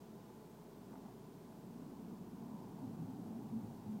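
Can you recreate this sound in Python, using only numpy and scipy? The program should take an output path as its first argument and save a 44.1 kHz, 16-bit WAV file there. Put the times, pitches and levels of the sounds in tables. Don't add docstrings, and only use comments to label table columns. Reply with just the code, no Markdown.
import sys
import numpy as np
from scipy import signal
from scipy.fft import rfft, irfft
from scipy.io import wavfile

SR = 44100
rng = np.random.default_rng(int(sys.argv[2]) if len(sys.argv) > 2 else 0)


def wrap_up_sound(samples):
    columns = np.atleast_2d(samples).T
    tamed = np.clip(columns, -1, 1)
    steps = np.round(tamed * 32767).astype(np.int16)
    wavfile.write(sys.argv[1], SR, steps)


N = 176400


def undb(db):
    return 10 ** (np.asarray(db) / 20)


def curve(table, column=1):
    rows = np.array(table, float)
    return np.interp(np.arange(N) / SR, rows[:, 0], rows[:, column])


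def shaped(gain):
    x = irfft(rfft(rng.standard_normal(N)) * gain, N)
    return x / np.std(x)


def noise(colour):
    hz, db = np.array(colour, float).T
    log_hz = np.log(np.fft.rfftfreq(N, 1 / SR) + 1)
    return shaped(undb(np.interp(log_hz, np.log(hz), db)))


def drift(rate_hz):
    return shaped(np.exp(-.5 * (np.fft.rfftfreq(N, 1 / SR) / rate_hz) ** 2))


def bump(at, length):
    return np.exp(-2 * ((np.arange(N) / SR - at) / length) ** 2)


def phase_of(hz):
    return 2 * np.pi * np.cumsum(hz) / SR


# f/Hz, relative level/dB
RUMBLE_COLOUR = [(60, -32), (100, -25), (130, -16.5), (165, -2.5), (220, 0), (270, -2.5), (330, -12.5),
                 (420, -22.5), (550, -26), (700, -24.5), (1100, -29), (1500, -46), (2500, -67)]
BASS_COLOUR = [(25, -34), (42, -29), (60, -29), (75, -18), (90, -6), (105, 8.5), (135, 5.5), (165, -4.5),
               (230, -44)]
# t/s, level/dB
RUMBLE_LEVEL = [(0, -88), (.8, -66.5), (1.0, -59), (1.45, -61.5), (1.85, -52.5), (2.3, -52), (2.85, -50),
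                (3.25, -49.5), (3.48, -51), (3.65, -50.5), (3.8, -56), (4, -49.5)]
BASS_LEVEL = [(0, -85), (1.3, -75.5), (1.8, -68.5), (2.5, -67.5), (2.9, -58), (3.35, -59), (3.66, -53.5),
              (3.8, -57), (3.93, -54.5), (4, -61)]
def rumble(waver_db=1):
    body = noise(RUMBLE_COLOUR) * undb(curve(RUMBLE_LEVEL))
    bass = noise(BASS_COLOUR) * undb(curve(BASS_LEVEL))
    return (body + bass) * undb(waver_db * drift(3.9))


# t/s, length/s, f/Hz, level/dB
SWELLS = [(2.857, .06, 263, -48.5), (3.025, 0.052, 162.6, -47), (3.092, .06, 264, -51.5),
          (3.176, 0.058, 280, -51), (3.36, 0.046, 230.7, -47), (3.562, 0.059, 221, -41),
          (3.937, 0.074, 204, -43.5)]
def swells(wander_hz=9.57):
    out = np.zeros(N)
    for at, length, hz, db in SWELLS:
        boom = np.sqrt(2) * np.sin(phase_of(hz + wander_hz * drift(35)))
        out += undb(db) * boom * bump(at, length)
    return out


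# t/s, f/Hz, level/dB
TYRES = [(0, 920, -77), (2.1, 920, -76.5), (2.45, 920, -69.5), (2.57, 920, -60.5), (2.68, 890, -69.5),
         (2.8, 860, -62.5), (2.95, 810, -68.5), (3.25, 760, -67), (3.6, 840, -67.5), (4, 840, -69)]
def tyres(width_hz=105):
    phase = phase_of(curve(TYRES))
    band = drift(width_hz) * np.cos(phase) + drift(width_hz) * np.sin(phase)
    return band * undb(curve(TYRES, column=2))


# t/s, level/dB
KNOCKS = [(.302, -54), (.908, -52), (.932, -47.5), (.956, -46), (1.062, -50)]
# f/Hz, relative level/dB, time to fade by 60 dB/s
CAMERA_NOTES = [(240, -6, .05), (680, -7, .025), (900, 0, .024), (1100, -7, .015), (2900, -22, .008)]
def knocks(attack_s=.0004, low_cut_hz=171):
    t, out = np.arange(N) / SR, np.zeros(N)
    for at, db in KNOCKS:
        age = np.maximum(t - at, 0)
        push = 1 - np.exp(-age / attack_s)
        for hz, note_db, ring_s in CAMERA_NOTES:
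            detune = 1 + 0.062 * rng.standard_normal()
            ring = np.sin(2 * np.pi * hz * detune * age)
            fade = np.exp(-np.log(1000) * np.minimum(age / ring_s, 10))
            out += undb(db + note_db) * push * ring * fade
    return signal.sosfilt(signal.butter(2, low_cut_hz, "highpass", fs=SR, output="sos"), out)


# t/s, length/s, level/dB
SCUFFS = [(0.323, 0.055, -73), (.945, 0.062, -59.5), (1.078, 0.06, -59.5)]
# f/Hz, relative level/dB
SCUFF_COLOUR = [(100, -27), (250, 14), (420, -16), (540, -13), (680, 0), (930, -3.5), (1150, -12),
                (1600, -24), (3200, -34), (6000, -40)]
def scuffs(grain_db=3):
    pressure = sum(undb(db) * bump(at, length) for at, length, db in SCUFFS)
    return noise(SCUFF_COLOUR) * pressure * undb(grain_db * drift(70))


# f/Hz, relative level/dB
TRAFFIC_COLOUR = [(20, -23.5), (33, -45), (45, -33.5), (70, -22.5), (90, -14), (115, -3.5), (160, 0.5),
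                  (230, 1.5), (290, -5), (390, -1.5), (470, -7.5), (550, -14), (650, -9.5), (780, -14.5),
                  (1000, -15), (1250, -23.5), (1500, -24.5), (2000, -35), (4000, -47.5)]
def traffic(level_db=-56.5):
    return noise(TRAFFIC_COLOUR) * undb(level_db)


# multiple of the lowest pitch, level/dB
HUM_TONES = [(1, -75.5), (4, -69.5), (8, -74.5), (16, -78), (19, -80.5), (27, -90.5)]
def hum(pitch_hz=53.46, wander=0.0029, flutter_db=1.5):
    phase = phase_of(pitch_hz * (1 + wander * drift(3.62)))
    out = np.zeros(N)
    for multiple, db in HUM_TONES:
        strength = np.sqrt(2) * undb(db - flutter_db * drift(1.9))
        out += strength * np.sin(multiple * phase + rng.uniform(0, 2 * np.pi))
    return out


def scene():
    return (traffic() + rumble() + swells() + tyres() + hum() + knocks() + scuffs())[None]


# f/Hz, relative level/dB
HISS_COLOUR = [(100, 1), (2000, 0.5), (3200, 0), (5000, -1), (8000, -3), (9500, -4), (10800, -6),
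               (12500, -4), (14500, -2), (16000, -4.5)]
def record(dry, hiss_db=-71.5, fade_s=.004, top_hz=15850):
    t = np.arange(N) / SR
    hissy = dry + undb(hiss_db) * noise(HISS_COLOUR)
    fade = np.minimum(np.minimum(t, t[::-1]) / fade_s, 1)
    treble_cut = signal.ellip(12, .1, 70, top_hz, fs=SR, output="sos")
    return signal.sosfilt(treble_cut, hissy * fade)


dry = scene()
out = record(dry)
wrap_up_sound(out)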